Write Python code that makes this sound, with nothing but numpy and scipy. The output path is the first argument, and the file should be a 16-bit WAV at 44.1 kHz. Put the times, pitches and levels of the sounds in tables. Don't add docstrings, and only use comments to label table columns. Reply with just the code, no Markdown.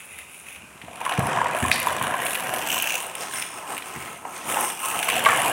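import sys
import numpy as np
from scipy import signal
from scipy.fft import rfft, irfft, next_fast_len
from scipy.io import wavfile
from scipy.ndimage import uniform_filter1d, map_coordinates

SR = 44100
rng = np.random.default_rng(int(sys.argv[2]) if len(sys.argv) > 2 else 0)


def store_pcm(level_fs):
    pcm = np.round(np.clip(level_fs, -1, 1) * 32767).astype(np.int16)
    wavfile.write(sys.argv[1], SR, np.atleast_2d(pcm).T)


N = 243431

# (frequency [Hz], relative density [dB per Hz])
AIR_COLOUR = [(15, -60), (25, -23), (69, -9), (169, 6.5), (349, 0.5), (1570, 2.5), (2490, -26),
              (4620, -13.5), (9050, -3.5), (15500, -19)]
# (frequency [Hz], t60 [s])
ROOM_DECAY = [(100, 0.89), (1000, 0.83), (3000, 0.91), (12000, 0.21)]
# (time [s], level before the part gains [dB], centre [Hz])
FOOTFALLS = [(.631, -42, 220), (.752, -40, 190), (.835, -34, 180), (1.184, -12, 140), (1.624, -13, 112),
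             (2.012, -27, 110), (3.961, -27, 134)]

# (frequency [Hz], relative density [dB per Hz])
DISTANT_COLOUR = [(35, -39), (60, -9), (87, -5), (120, -17), (423, -23), (1700, -19), (2530, 2),
                  (3340, -16), (3670, -14), (4740, -32), (6870, -22), (7720, -24), (9970, -10),
                  (12300, -22), (15500, -22)]
YELLOW_COLOUR = [(35, -63), (60, -17), (142, -8.5), (278, -9), (423, -7.5), (673, -6.5), (910, -3),
                 (1020, -3), (1380, -6), (1670, -4.5), (2050, -6), (2840, -4.5), (4630, -24), (9740, -7),
                 (15500, -13)]
JUDDER_COLOUR = [(35, -36), (60, -17), (145, -5), (206, -55), (385, -14), (423, -30), (721, -14),
                 (810, -40), (999, 3), (1910, 2.5), (2710, 17), (4630, -14), (6120, -6), (8670, -10),
                 (15500, -14)]
RED_COLOUR = [(35, -77), (60, -16), (142, -12), (376, -6), (546, -10), (889, -4), (1260, -8), (1520, -9.5),
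              (2910, -9), (4520, -24), (6120, -18), (7200, -17), (9080, -4), (10400, -13), (15500, -13)]
# (frequency [Hz], width [Hz], level over the colour [dB])
DISTANT_RESONANCES = [(1850, 600, 5), (6800, 900, 3), (9000, 1500, 2)]
YELLOW_RESONANCES = [(655, 27, 6.5), (733, 52, 8.5), (1025, 170, 5), (1663, 88, 3.5), (2460, 67, 4.5),
                     (2990, 100, 3), (5800, 290, 2), (9400, 3900, 7.5)]
JUDDER_RESONANCES = [(717, 91, 9.5), (1000, 37, 3.8), (3020, 1800, 2.5), (6000, 410, 6), (8350, 1100, 10),
                     (14200, 1500, 6)]
RED_RESONANCES = [(700, 100, 1.8), (830, 130, 3.3), (1050, 66, 8.6), (1295, 73, 9.3), (2147, 49, 4.5),
                  (2700, 410, 1.5), (6250, 370, 4.2), (8650, 6600, 5.7)]
# (start [s], length [s], hollow body gain [dB], thin panel gain [dB], grit gain [dB])
DISTANT_TUGS = [(0.0, 0.017, -55, -45.5, -46), (.12, 0.086, -51, -44, -48), (.32, 0.099, -61, -47.5, -48.5),
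                (.47, 0.1, -52.5, -43.5, -50.5), (.62, 0.64, -53, -52, -66)]
YELLOW_TUGS = [(1.1, 0.1, -29.5, -35.5, -42.5), (1.29, 0.083, -25, -32.5, -44), (1.47, 0.11, -28, -35, -47),
               (1.63, 0.11, -31, -31, -36), (1.88, 0.18, -27.5, -33, -40.5),
               (2.21, 0.074, -30, -32.5, -33.5), (2.39, 0.36, -31, -36.5, -40),
               (5.12, 0.12, -27.5, -34.5, -37.5), (5.29, 0.17, -26, -27, -30.5)]
JUDDER_SPELLS = [(2.77, 0.18, -37, -30, -31), (5.09, 0.093, -34, -32.5, -33.5)]
RED_TUGS = [(2.98, 0.11, -42, -45.5, -44), (3.21, 0.032, -37.5, -35, -40), (3.34, 0.087, -40, -36, -35.5),
            (3.52, 0.097, -42, -43.5, -46), (3.7, 0.032, -34.5, -37.5, -39), (3.86, .27, -40, -42.5, -43.5),
            (4.27, 0.014, -34.5, -48, -51), (4.36, 0.084, -38.5, -38, -40), (4.49, 0.15, -28, -32.5, -30),
            (4.84, 0.11, -31, -39, -31.5)]
# (time [s], rate [slaps per s])
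WHEEL_SLAP_RATE = [(1.4, 45), (2.1, 64.5), (2.7, 99), (3.2, 74), (5.1, 72)]

# (time [s], level before the part gain [dB])
GRAIN_SNAPS = [(0.0546, -29), (0.3435, -31), (1.1927, -19), (1.266, -18), (1.7998, -11), (1.8286, -18),
               (1.8621, -18), (1.875, -19), (1.923, -21), (2.2503, -15), (2.538, -19), (2.8226, -7),
               (3.022, -21), (3.0649, -19), (3.1526, -18), (4.6073, -9), (5.0438, -16), (5.2392, -11)]
# (time [s], peak [dB], t60 [s], centre [Hz], sharpness Q [1])
WHEEL_SKIDS = [(1.724, -16, 0.13, 4600, 3), (3.21, -33, .12, 5290, 14), (3.365, -29, .12, 5500, 22.3),
               (3.418, -26, 0.039, 5330, 25)]
# (time [s], level before the part gains [dB], treble relative to it [dB])
PART_CLACKS = [(0.1869, -26, -10), (0.816, -24, -27), (1.1227, -15, -21), (1.5657, -19, -12),
               (1.715, -1, -22), (2.0252, -16, -10), (2.2651, -15, -10), (2.352, -14, -15),
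               (2.538, -19, -9), (3.1518, -20, -8), (3.4235, -14, -13), (3.7677, -21, -14),
               (3.7787, -18, -12), (3.8221, -22, -18), (4.7006, -20, -8), (4.9905, -16, -7),
               (5.028, -9, -14), (5.0882, -9, -13), (5.0998, -8, -11), (5.1651, -12, -11),
               (5.2588, -6, -17)]
# (time [s], level
# before the part gains [dB], note [Hz])
LUG_KNOCKS = [(0.882, -29, 697), (1.012, -19, 926), (1.064, -13, 1070), (1.117, -14, 732),
              (1.203, -14, 689), (1.372, -13, 980), (1.386, -12, 1070), (1.415, -12, 972),
              (1.458, -12, 974), (1.548, -16, 654), (1.65, -11, 1060), (1.87, -11, 1000),
              (2.012, -13, 1030), (2.142, -15, 1040), (2.537, -20, 770), (2.766, -15, 1030),
              (3.53, -28, 1010), (3.716, -23, 1020), (4.251, -23, 942), (4.568, -12, 867),
              (5.085, -12, 1070), (5.33, -12, 1120)]
# (time [s], peak of each blow [dB])
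LOAD_JOLTS = [(5.2622, -2.5), (5.2665, -6.5)]
# (frequency [Hz], relative level [dB], t60 [s])
BED_MODES = [(669, -8.5, 0.12), (896, 5, 0.023), (1115, 9.5, 0.044), (1350, -16, .053), (1594, 5, 0.032),
             (1940, 9.5, 0.012)]

HIT_SIZE = 8192
HIT_T = np.arange(HIT_SIZE) / SR
HIT_HZ = np.fft.rfftfreq(HIT_SIZE, 1 / SR)
TOP_HZ = 15900
KNOCK_PANEL_DB = -9.5
CLACK_HZ, CLACK_SCATTER = 2583, 0.067
EDGE_DB = 8.5
SNAP_HZ, SNAP_SCATTER = 9900, 0.08
PATCHES_PER_S, PATCH_DB = 16, 1.83


def amp(db):
    return 10 ** (np.asarray(db) / 20)


def unit(x):
    return x / np.sqrt(np.mean(x ** 2) + 1e-20)


def along(points, hz):
    f, v = np.transpose(points)
    return np.interp(np.log(hz + 1), np.log(f + 1), v)


def curves(rows):
    s, *cols = np.transpose(rows)
    return [np.interp(np.arange(N) / SR, s, c) for c in cols]


def add(track, s, sound):
    start = round(s * SR)
    track[start:start + len(sound)] += sound[:N - start]


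def ring(gain):
    cepstrum = irfft(np.log(np.maximum(gain / gain.max(), 1e-6)))
    fold = 1 + np.sign(HIT_SIZE // 2 - np.arange(HIT_SIZE))
    fold[0] = 1
    return irfft(np.exp(rfft(cepstrum * fold)))


def through(x, gain):
    return signal.fftconvolve(x, ring(gain))[:len(x)]


def colour(spectrum, resonances):
    peaks = sum(db / (1 + (2 * (HIT_HZ - hz) / width) ** 2) for hz, width, db in resonances)
    return amp(along(spectrum, HIT_HZ) + peaks)


def below(hz, order=6):
    return 1 / np.sqrt(1 + (HIT_HZ / hz) ** (2 * order))


def above(hz, order=6):
    return np.sqrt(1 - below(hz, order=order) ** 2)


def bump(hz, q):
    return 1 / np.sqrt(1 + q ** 2 * ((HIT_HZ + 1) / hz - hz / (HIT_HZ + 1)) ** 2)


def strike(gain, t60):
    hit = through(rng.standard_normal(HIT_SIZE) * amp(-60 * HIT_T / t60), gain)
    return hit / np.abs(hit).max()


def note(hz, t60, attack):
    return np.sin(2 * np.pi * hz * HIT_T) * amp(-60 * HIT_T / t60) * (1 - np.exp(-HIT_T / attack))


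def ticks(rate, low_hz, high_hz, cycles, spread_db):
    chance = rng.random((int(rate * N / SR), 3))
    hz = low_hz * (high_hz / low_hz) ** chance[:, :1]
    n = np.arange(int(cycles / low_hz * SR))
    turns = hz * n / SR
    age = turns / cycles
    size = amp(spread_db * chance[:, 1:2] ** 2)
    grains = size * np.sin(2 * np.pi * turns) * age * np.exp(-np.log(1000) * age)
    at = (chance[:, 2:] * N).astype(int) + n
    return unit(np.bincount(at.ravel(), grains.ravel(), N)[:N])


def still_air():
    return amp(-50.5) * unit(through(rng.standard_normal(N), amp(along(AIR_COLOUR, HIT_HZ))))


def room(x):
    hz, t, z = signal.stft(rng.standard_normal(SR), SR, nperseg=256)
    decay = amp(-60 * t / along(ROOM_DECAY, hz)[:, None])
    tail = signal.istft(z * decay, SR, nperseg=256)[1]
    tail = np.pad(tail, (round(.012 * SR), 0))
    return signal.fftconvolve(x, tail / np.linalg.norm(tail))[:N]


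def footfalls():
    out = np.zeros(N)
    for s, db, hz in FOOTFALLS:
        heel = note(hz, t60=.034, attack=.002)
        sole = strike(above(110, order=4) * below(300, order=4), t60=.075)
        add(out, s, amp(db + 4.5) * heel)
        add(out, s, amp(db - 3.5) * sole)
    return out


def jolt():
    out = np.zeros(N)
    bed = sum(amp(db) * note(hz, t60, attack=0.00034) for hz, db, t60 in BED_MODES)
    bed = through(bed, above(360, order=3) * below(3100, order=3))
    for s, db in LOAD_JOLTS:
        add(out, s, amp(db) * bed / np.abs(bed).max())
    tumble = unit(ticks(600, 1000, 2300, cycles=14, spread_db=6)[:SR // 2])
    fade_db = -16.5 - 60 * np.arange(SR // 2) / SR / 0.24
    add(out, LOAD_JOLTS[-1][0] + 0.012, amp(fade_db) * tumble)
    return out


def sand():
    out = np.zeros(N)
    for s, db in GRAIN_SNAPS:
        hz = SNAP_HZ * np.exp(SNAP_SCATTER * rng.standard_normal())
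        snap = strike(bump(hz, q=7) * above(6500), t60=.01)
        add(out, s + .0015, amp(db - .5) * snap)
    for s, db, t60, hz, q in WHEEL_SKIDS:
        add(out, s, amp(db) * strike(bump(hz, q) * below(6200) * above(1500), t60=t60))
    return out


def clacks():
    out, truck = np.zeros(N), colour(YELLOW_COLOUR, YELLOW_RESONANCES)
    for s, db, treble_db in PART_CLACKS:
        hz = CLACK_HZ * np.exp(CLACK_SCATTER * rng.standard_normal())
        crack_t60 = 0.016 * amp(-db / 3)
        add(out, s, amp(db + 3) * note(hz, t60=.007, attack=.0005))
        add(out, s, amp(db - 4.5) * strike(above(1600) * below(3500), crack_t60))
        add(out, s, amp(db + treble_db + EDGE_DB) * strike(truck * above(4800), t60=.018))
    return out


def knocks():
    out, truck = np.zeros(N), colour(YELLOW_COLOUR, YELLOW_RESONANCES)
    for s, db, hz in LUG_KNOCKS:
        thud = strike(truck * above(500) * below(1900), t60=.018)
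        rattle = strike(truck * above(1500) * below(2800), t60=.028)
        add(out, s, amp(db + 5.5) * note(hz, t60=.025, attack=.0018))
        add(out, s, amp(db - 6) * thud)
        add(out, s, amp(db + KNOCK_PANEL_DB) * rattle)
    return out


def contacts(rate, spread_db):
    hits = rng.random(N) < rate / SR
    signs = rng.choice([-1, 1], N)
    sizes = amp(spread_db * np.clip(rng.standard_normal(N), -2, 2))
    return unit(hits * signs * sizes)


def slaps(rate, jitter, size_db, t60):
    turns = np.cumsum(rate) / SR
    chance = rng.uniform(-1.2, 1, (int(turns[-1]), 2))
    at = np.searchsorted(turns, np.arange(len(chance)) + jitter * chance[:, 0])
    pulses = np.bincount(at, amp(size_db * chance[:, 1]) ** 2, N + 1)[:N] / rate
    power = np.abs(signal.fftconvolve(pulses, amp(-60 * HIT_T / t60) ** 2)[:N])
    return power / power.mean()


def pulled(pulls, rise_db_per_s, coast_db_per_s):
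    t = np.arange(0, N, 64) / SR
    each = []
    for start, length, *levels in pulls:
        rise_db = rise_db_per_s * np.maximum(start - t, 0)
        coast_db = coast_db_per_s * np.maximum(t - start - length, 0)
        each.append(np.array(levels)[:, None] - rise_db - coast_db)
    return curves(np.column_stack([t, *amp(np.max(each, axis=0))]))


def wander(x, depth_db):
    z = signal.stft(x, nperseg=512)[2]
    field = rng.standard_normal(z.shape)
    for _ in range(2):
        field = uniform_filter1d(uniform_filter1d(field, size=7, axis=0), size=22, axis=1)
    return signal.istft(z * amp(depth_db * unit(field)), nperseg=512)[1][:N]


def rolling():
    slap = slaps(curves(WHEEL_SLAP_RATE)[0], jitter=.3, size_db=5, t60=.025)
    pits = contacts(45, spread_db=3)
    patch_at = np.arange(N) * PATCHES_PER_S / SR
    patches = amp(PATCH_DB * map_coordinates(rng.standard_normal(256), [patch_at], mode="wrap"))
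    body = (below(1564), contacts(3000, spread_db=2.5),
            amp(-14) * ticks(170, 485.0, 1604, cycles=18.0, spread_db=10))
    panels = (above(1414) * below(6430), contacts(5000, spread_db=2.5),
              amp(-8.5) * ticks(300, 1527, 4200, cycles=29.4, spread_db=12))
    grit = (above(4900), contacts(11000, spread_db=2.5),
            amp(-4) * ticks(750, 6500, 15800, cycles=24, spread_db=13))

    def toy(gains, timbre, slap_share, tick_share, pits_db):
        loose, rattle = np.clip([slap_share, tick_share], 0, .95)

        def part(gain, band, rub, clatter):
            h = ring(timbre * band)
            drive = np.sqrt(1 - rattle) * rub + np.sqrt(rattle) * clatter + amp(pits_db) * pits
            return signal.oaconvolve(gain * drive, h / np.linalg.norm(h))[:N]

        low, middle, high = (part(gain, *layer) for gain, layer in zip(gains, (body, panels, grit)))
        slapping = np.sqrt(1 - loose + loose * slap)
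        return low + slapping * (middle + patches * high)

    distant = toy(pulled(DISTANT_TUGS, rise_db_per_s=155, coast_db_per_s=130),
                  colour(DISTANT_COLOUR, DISTANT_RESONANCES),
                  slap_share=0.17, tick_share=0.28, pits_db=-10)
    yellow = toy(pulled(YELLOW_TUGS, rise_db_per_s=102, coast_db_per_s=37),
                 colour(YELLOW_COLOUR, YELLOW_RESONANCES),
                 slap_share=0.55, tick_share=0.47, pits_db=-9.5)
    judder = toy(pulled(JUDDER_SPELLS, rise_db_per_s=50, coast_db_per_s=247),
                 colour(JUDDER_COLOUR, JUDDER_RESONANCES),
                 slap_share=0.8, tick_share=.15, pits_db=-16)
    red = toy(pulled(RED_TUGS, rise_db_per_s=181, coast_db_per_s=109),
              colour(RED_COLOUR, RED_RESONANCES),
              slap_share=0.3, tick_share=0.32, pits_db=-20)
    return wander(distant + yellow + judder + red, depth_db=1.74)


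def scene():
    roll = rolling()
    hits = knocks() + clacks() + sand()
    steps, load = footfalls(), jolt()
    to_room = amp(-12.5) * roll + amp(-8.0) * hits + amp(-8) * steps + amp(-12.0) * load
    air = still_air()
    return (roll + hits + steps + load + room(to_room) + air)[None]


def record(dry):
    size = next_fast_len(N + SR // 2)
    hz = np.fft.rfftfreq(size, 1 / SR)
    thinned = through(dry[0], above(70.5, order=4))
    return irfft(rfft(thinned, size) * (hz < TOP_HZ), size)[None, :N]


dry = scene()
out = record(dry)
store_pcm(out)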